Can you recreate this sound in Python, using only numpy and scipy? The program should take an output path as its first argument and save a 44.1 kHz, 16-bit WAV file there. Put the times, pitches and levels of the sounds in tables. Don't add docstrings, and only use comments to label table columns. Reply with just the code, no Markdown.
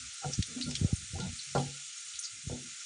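import sys
import numpy as np
from scipy import signal
from scipy.fft import rfft, irfft
from scipy.io import wavfile
from scipy.ndimage import uniform_filter1d

SR = 44100
rng = np.random.default_rng(int(sys.argv[2]) if len(sys.argv) > 2 else 0)


def elevation(decibels):
    levels = np.asarray(decibels, float)
    return 10 ** (levels / 20)


def transcribe(u):
    v = np.clip(np.atleast_2d(u).T, -1, 1)
    q = np.round(v * 32767).astype(np.int16)
    wavfile.write(sys.argv[1], SR, q)


N = 125685


def unit(x):
    return x / np.sqrt(np.mean(x ** 2))


def band(x, hz, width_hz):
    return signal.lfilter(*signal.iirpeak(min(hz, 9900.), hz / width_hz, fs=SR), x)


def band_twice(x, hz, width_hz):
    return band(band(x, hz, width_hz), hz, width_hz)


def filter_steep(x, design):
    return signal.sosfilt(design, x)


def level_curve(table):
    return elevation(np.interp(np.arange(N) / SR, *np.array(table).T))


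def walk(rate_hz):
    hold = int(SR / rate_hz)
    steps = np.repeat(rng.standard_normal(N // hold + 1), hold)
    return 1.4 * uniform_filter1d(uniform_filter1d(steps, hold), hold)[:N]


def clicks(rate_per_s, scatter_db):
    chance, size = rng.random(N), rng.exponential(size=N)
    sign = np.sign(chance - rate_per_s / SR / 2) * (chance < rate_per_s / SR)
    return sign * elevation(scatter_db * np.minimum(size, 5))


def even(x):
    return x / np.sqrt(uniform_filter1d(x ** 2, size=120) + .1)


def fade_60(t, t60_s):
    return 1000. ** (-t / t60_s)


def add(out, at_s, x):
    i = int(at_s * SR)
    out[i:i + len(x)] += x[:N - i]


# (time [s], level [dB])
FIZZ_LEVEL = [
    (0.0, -44),
    (2.09, -44.5),
    (2.54, -46),
    (2.85, -44.5),
]
# (frequency [Hz], spectral level [dB])
FIZZ_COLOUR = [(1200, -15.5), (1650, -12), (2100, -7), (4300, -4.5), (5000, -6.5), (5600, -1.5),
               (7400, -0.5), (8100, -6)]


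def fizz():
    bubble_share, whistle_share = 0.18, 0.15
    swell = walk(4.1)
    out = np.zeros(N)
    for hz in 1250 * 2 ** np.arange(0, 3.1, .25):
        bursts = band(clicks(2500 / 8, -2.5), hz, hz / 0.63)
        hiss = unit(rng.standard_normal(N))
        mix = np.sqrt(bubble_share) * unit(bursts) + np.sqrt(1 - bubble_share) * hiss
        whistles = np.zeros(N)
        for pitch_hz in hz * rng.uniform(.92, 1.0, 3):
            whistles += band(clicks(360 / 40, 1.5), pitch_hz, pitch_hz / 400)
        patchy_db = walk(19) + .4 * swell + 1.5 * (1250 / hz) ** 2 * walk(4.0)
        sound = np.sqrt(1 - whistle_share) * unit(band(mix, hz, hz / 5))
        sound += np.sqrt(whistle_share) * unit(whistles)
        out += np.sqrt(hz) * elevation(patchy_db) * sound
    hz, db = np.array(FIZZ_COLOUR).T
    bins_hz = np.arange(N // 2 + 1) * SR / N
    colour = elevation(np.interp(np.log(bins_hz + 1), np.log(hz), db))
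    out = unit(irfft(rfft(out) * colour, N))
    wok_air = unit(band(rng.standard_normal(N), 1390, 63))
    return (out + elevation(-20 + 3 * walk(20)) * wok_air) * level_curve(FIZZ_LEVEL)


# (frequency [Hz], level [dB], 60 dB decay [s])
WOK_MODES = [(140, -2, 0.46), (178.6, -11.5, 0.34), (246, -2.5, 0.36), (308, -12.5, .3), (394, -10.5, 0.31),
             (489.4, -7.5, 0.26), (528.6, -8, 0.11), (613, -13.5, .17), (684, -12.5, .16),
             (750.6, -8.5, 0.23), (808, -8.5, 0.3), (881, -10.5, 0.2), (1030, -19, .09), (1382, -3, 0.085)]
RING_T = np.arange(int(.6 * SR)) / SR


def ring(favoured_hz, focus_db):
    t = RING_T
    hz, db, t60_s = np.array(WOK_MODES).T[:, :, None]
    noise = rng.standard_normal((len(WOK_MODES) + 1, len(t)))
    wobble = np.array([unit(band_twice(v, f, 60)) for v, f in zip(noise, hz[:, 0])])
    wobble = .8 * (hz > 330) * wobble * np.minimum(t / 0.011, 1)
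    modes = (np.sin(2 * np.pi * hz * t) + wobble) * fade_60(t, t60_s)
    modes = (modes * elevation(db + focus_db * np.abs(np.log2(hz / favoured_hz)))).sum(0)
    rattle = unit(band_twice(noise[-1], favoured_hz, favoured_hz)) * fade_60(t, 0.17)
    return modes / np.abs(modes).max() + elevation(-7 + 0.44 * focus_db) * rattle


# (start [s], length [s], level [dB], brightness [Hz])
STROKES = [(0, 0.082, -65.5, 253), (.21, 0.07, -51, 1050), (.26, 0.076, -51, 600), (.43, 0.2, -53.5, 416),
           (.55, 0.077, -57, 970), (.655, 0.1, -56.5, 1100), (0.743, 0.2, -52.5, 788),
           (.97, 0.09, -68, 352), (1.1, 0.18, -52.5, 476), (1.15, 0.09, -53.5, 710),
           (1.16, 0.17, -54, 1270), (1.3, 0.22, -71.5, 255), (1.463, 0.13, -56, 164),
           (1.55, 0.059, -59, 1100), (1.58, 0.21, -61.5, 678), (2.04, 0.22, -73, 170),
           (2.3, 0.14, -66.5, 250), (2.42, 0.096, -57.5, 300), (2.46, 0.18, -55.5, 860),
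           (2.559, 0.2, -59.5, 347)]


def scrapes():
    out = np.zeros(N)
    for at_s, length_s, level_db, bright_hz in STROKES:
        n = int(length_s * SR)
        slip = clicks(1200, 2.5)[:n] + 0.17 * rng.standard_normal(N)[:n]
        brightness = signal.butter(2, [bright_hz / 3, bright_hz], "band", fs=SR, output="sos")
        slip = filter_steep(slip * np.hanning(n), brightness)
        damped_ring = ring(.7 * bright_hz, -6) * np.exp(-RING_T / 0.03)
        sound = unit(signal.fftconvolve(slip, damped_ring))
        sound += elevation(-0.5) * unit(np.pad(slip, (0, len(RING_T) - 1)))
        add(out, at_s, elevation(level_db) * sound / np.sqrt(np.mean(sound[:n] ** 2)))
    return out


# (start [s], length [s], peak [dB], pitch [Hz])
RUBS = [(0, 0.079, -56, 247.6), (.215, 0.054, -46.5, 782), (.24, 0.031, -36.5, 751),
        (.238, 0.032, -43.5, 905), (.245, 0.068, -44.5, 492), (.245, 0.062, -40, 146.5),
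        (.33, .03, -57.5, 790), (0.113, .06, -64, 797), (0, 0.13, -56.5, 62), (1.46, .07, -55, 140),
        (2.332, 0.065, -64, 318), (2.6, .08, -60, 331), (1.128, .03, -57, 500), (1.143, 0.036, -48, 650),
        (1.154, 0.022, -41, 770), (1.552, 0.029, -39, 1382), (1.6, 0.13, -43, 250.6),
        (1.72, 0.068, -57.5, 516), (1.78, .07, -64.5, 790), (2.04, 0.083, -63, 140),
        (2.13, 0.071, -58.5, 65.4), (2.3, .1, -59, 110), (2.43, 0.091, -50, 147), (2.66, 0.092, -51.5, 140),
        (0.226, .04, -46.5, 1326), (0.304, 0.034, -51.5, 1372), (.559, 0.043, -32, 249.3),
        (0.6, 0.031, -33.5, 262), (0.632, .035, -36.5, 252), (0.605, .035, -58, 1390),
        (.658, 0.046, -45.5, 1390), (.66, 0.038, -33.5, 144), (0.677, 0.038, -38.5, 244),
        (0.669, .04, -48, 570), (1.103, .04, -41, 109), (1.142, .06, -36, 89.3), (1.195, 0.049, -44, 1410),
        (1.215, 0.061, -31.5, 185.7), (1.231, 0.052, -49, 1440), (1.21, 0.044, -46.5, 884),
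        (1.275, 0.05, -45.5, 235), (1.346, .06, -54.5, 240), (1.761, 0.058, -51, 1420)]


def rubs():
    out = np.zeros(N)
    for at_s, length_s, peak_db, hz in RUBS:
        u = np.arange(int(1.5 * length_s * SR)) / (length_s * SR)
        waver = 1 + .008 * walk(60)[:len(u)]
        swell = np.sin(np.pi / 2 * np.minimum(u / .3, 1)) * np.cos(np.pi / 2 * u / 1.5) ** 2
        add(out, at_s, -elevation(peak_db) * swell * np.sin(2 * np.pi * hz * np.cumsum(waver) / SR))
    return out


# (time [s], level [dB])
HAND_LEVEL = [(0, -55), (.07, -61.5), (.18, -77), (.27, -51), (.33, -52), (.6, -54), (.79, -44.5),
              (1, -50.5), (1.08, -55), (1.27, -49), (1.36, -57), (1.43, -88), (1.55, -69), (1.68, -60),
              (1.88, -79.5), (2.4, -75), (2.5, -57), (2.85, -79)]


def hand_tremor():
    rumble = unit(band_twice(rng.standard_normal(N), 88, 95))
    return rumble * level_curve(HAND_LEVEL) * elevation(3.5 * walk(25.19))


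# (time [s], peak [dB], favoured pitch [Hz], fall-off away from it [dB per octave])
KNOCKS = [(.2465, -33, 770, -11.5), (.246, -33.5, 1390, -30), (.254, -37.5, 475, -12),
          (.258, -30, 143, -19.5), (.664, -30, 160, -3.5), (.905, -44.5, 800, -26.5),
          (1.186, -34.5, 1030, -20), (1.195, -28.5, 161, -23), (1.5503, -25, 883, -1),
          (1.5514, -18, 610, -4), (1.554, -23, 143, -19.5), (1.5575, -28.5, 860, -11.5),
          (1.562, -28, 535, 2.5), (1.571, -29.5, 755, -12.5), (1.576, -27.5, 140, -14),
          (1.589, -40, 800, -1), (1.6, -31, 250, -12), (2.498, -31, 587, -19), (2.512, -31.5, 244, -5),
          (2.545, -35.5, 258, -23), (2.599, -44, 140, -18)]


def knocks():
    out = np.zeros(N)
    for at_s, peak_db, favoured_hz, focus_db in KNOCKS:
        tock = np.sin(2 * np.pi * favoured_hz * RING_T) * fade_60(RING_T, .02)
        contact = np.hanning(int(0.35 / favoured_hz * SR) + 3)
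        hit = np.convolve(ring(favoured_hz, focus_db) + tock, contact)
        swell_s = 0.44 * np.clip(-10.5 - focus_db, .04, 30)
        hit *= 2.0 - np.exp(-np.arange(len(hit)) / SR / swell_s)
        add(out, at_s, -elevation(peak_db) * hit / np.abs(hit).max())
    return out


# (time [s], peak [dB], cavity pitch [Hz], 60 dB decay [s], crack level [dB])
POPS = [(0.319, -34, 5600, 0.22, -33), (.3335, -18.5, 5750, 0.071, -10.5), (0.4242, -30.5, 3600, 0.16, 13),
        (0.426, -29, 4400, .04, -9), (0.6116, -24, 3900, 0.053, 2.5), (.621, -25.5, 4300, 0.14, -20),
        (.699, -33, 5300, 0.17, -13), (.7095, -38.5, 5300, .05, 15.5), (0.7521, -30, 3300, .15, 15),
        (0.762, -29, 5500, .04, 4), (0.787, -44.5, 7400, 0.081, -23), (.955, -33, 8700, 0.12, -11),
        (0.959, -32, 6400, 0.088, -25), (1.2004, -38, 3750, 0.39, 15), (1.391, -31, 4150, 0.15, -3),
        (1.51, -34, 5430, 0.055, -3), (1.5492, -36.5, 4400, 0.18, 7), (1.578, -34.5, 3280, 0.12, 8),
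        (2.135, -39, 3350, 0.2, -2), (2.155, -38, 3970, 0.14, 11.5), (2.189, -20.5, 6570, 0.028, -14.5),
        (2.192, -34, 6100, 0.12, -11), (2.191, -28, 9200, 0.11, -15), (2.224, -33, 6230, .15, -9),
        (2.236, -27, 5730, .06, -4), (2.244, -33, 6550, 0.13, -7.5), (2.242, -31, 4900, .15, -9),
        (2.2495, -30, 6600, .1, -11), (2.252, -29, 4630, 0.088, -10), (2.481, -37.5, 6660, 0.13, 3)]


def pops():
    out, t = np.zeros(N), np.arange(SR // 5) / SR
    for at_s, peak_db, hz, t60_s, crack_db in POPS:
        noise = rng.standard_normal((3, len(t)))
        sputter = elevation(2.5 * unit(uniform_filter1d(noise[2], 60)))
        tail = unit(band_twice(noise[0], hz, .26 * hz))
        core = unit(band(tail, hz, .05 * hz))
        tail = even(tail + elevation(-3) * core) * sputter * fade_60(t, t60_s)
        crack = even(unit(band(band(noise[1], 3500, 4000), 5800, 8000)))
        crack = elevation(crack_db) * crack * np.exp(-t / .004)
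        add(out, at_s, elevation(peak_db - 8.5) * (tail + crack) * (1 - np.exp(-t / .0009)))
    return out


# (time [s], peak [dB], pitch factor [1])
THUMPS = [(0.379, -29, 0.49), (0.3893, -18.5, 0.89), (0.4002, -25.5, .9), (0.733, -39, 0.73),
          (.813, -19, 0.88), (0.831, -25.5, 0.58), (.845, -14.5, 0.9), (.928, -16.5, 0.86),
          (1.133, -32, 0.77), (1.150, -36, 0.37), (1.174, -35, 0.66), (1.262, -32.5, 0.96),
          (1.291, -37, 0.58), (1.328, -36, 0.7), (2.471, -29, 0.72), (2.503, -31.5, 0.71),
          (2.528, -30.5, 0.84)]


def thumps():
    start_hz, end_hz, sag_s = 258, 70.6, 0.0054
    rise_s, fade_s = 0.0031, 0.0051
    out, t = np.zeros(N), np.arange(SR // 12) / SR
    turns = end_hz * t + (start_hz - end_hz) * sag_s * (1 - np.exp(-t / sag_s))
    rise = (t / rise_s) ** 2 / (1 + (t / rise_s) ** 2)
    shape = rise * np.exp(-t / fade_s)
    for at_s, peak_db, pitch in THUMPS:
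        swing = -shape * np.sin(2 * np.pi * pitch * turns)
        add(out, at_s, elevation(peak_db) * swing / np.abs(swing).max())
    return out


def suppress(low):
    threshold_db, depth_db, smooth_s = -74, -18, .018
    z = signal.stft(low, nperseg=1024, noverlap=768)[2]
    power = uniform_filter1d(np.abs(z) ** 2, size=3, axis=0)
    power = uniform_filter1d(power, max(int(smooth_s * SR / 256), 1))
    over = (10 * np.log10(power.clip(1e-16)) - threshold_db) / 6.8
    gain = elevation(depth_db / (1 + np.exp(over.clip(-30, 30))))
    return signal.istft(z * gain, nperseg=1024, noverlap=768)[1][:N]


def scene():
    frying_cut = signal.ellip(6, .5, 50, 1190, "high", fs=SR, output="sos")
    frying = filter_steep(fizz() + pops(), frying_cut)
    wok_cut = signal.butter(2, 70.7, "high", fs=SR, output="sos")
    wok = filter_steep(scrapes() + knocks(), wok_cut)
    low = suppress(wok + rubs() + hand_tremor() + thumps())
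    residue = elevation(-78.5 + 1.5 * walk(8.8)) * unit(band(rng.standard_normal(N), 400, 1400))
    mono = frying + low + residue
    return np.array([mono, mono])


def top_cut(x):
    return signal.sosfilt(signal.butter(12, 10830, fs=SR, output="sos"), x)


def record(dry):
    x = filter_steep(dry, signal.butter(3, 45, "high", fs=SR, output="sos"))
    x = filter_steep(x, signal.ellip(14, .2, 60, 9720, fs=SR, output="sos"))
    return top_cut(x)


dry = scene()
out = record(dry)
transcribe(out)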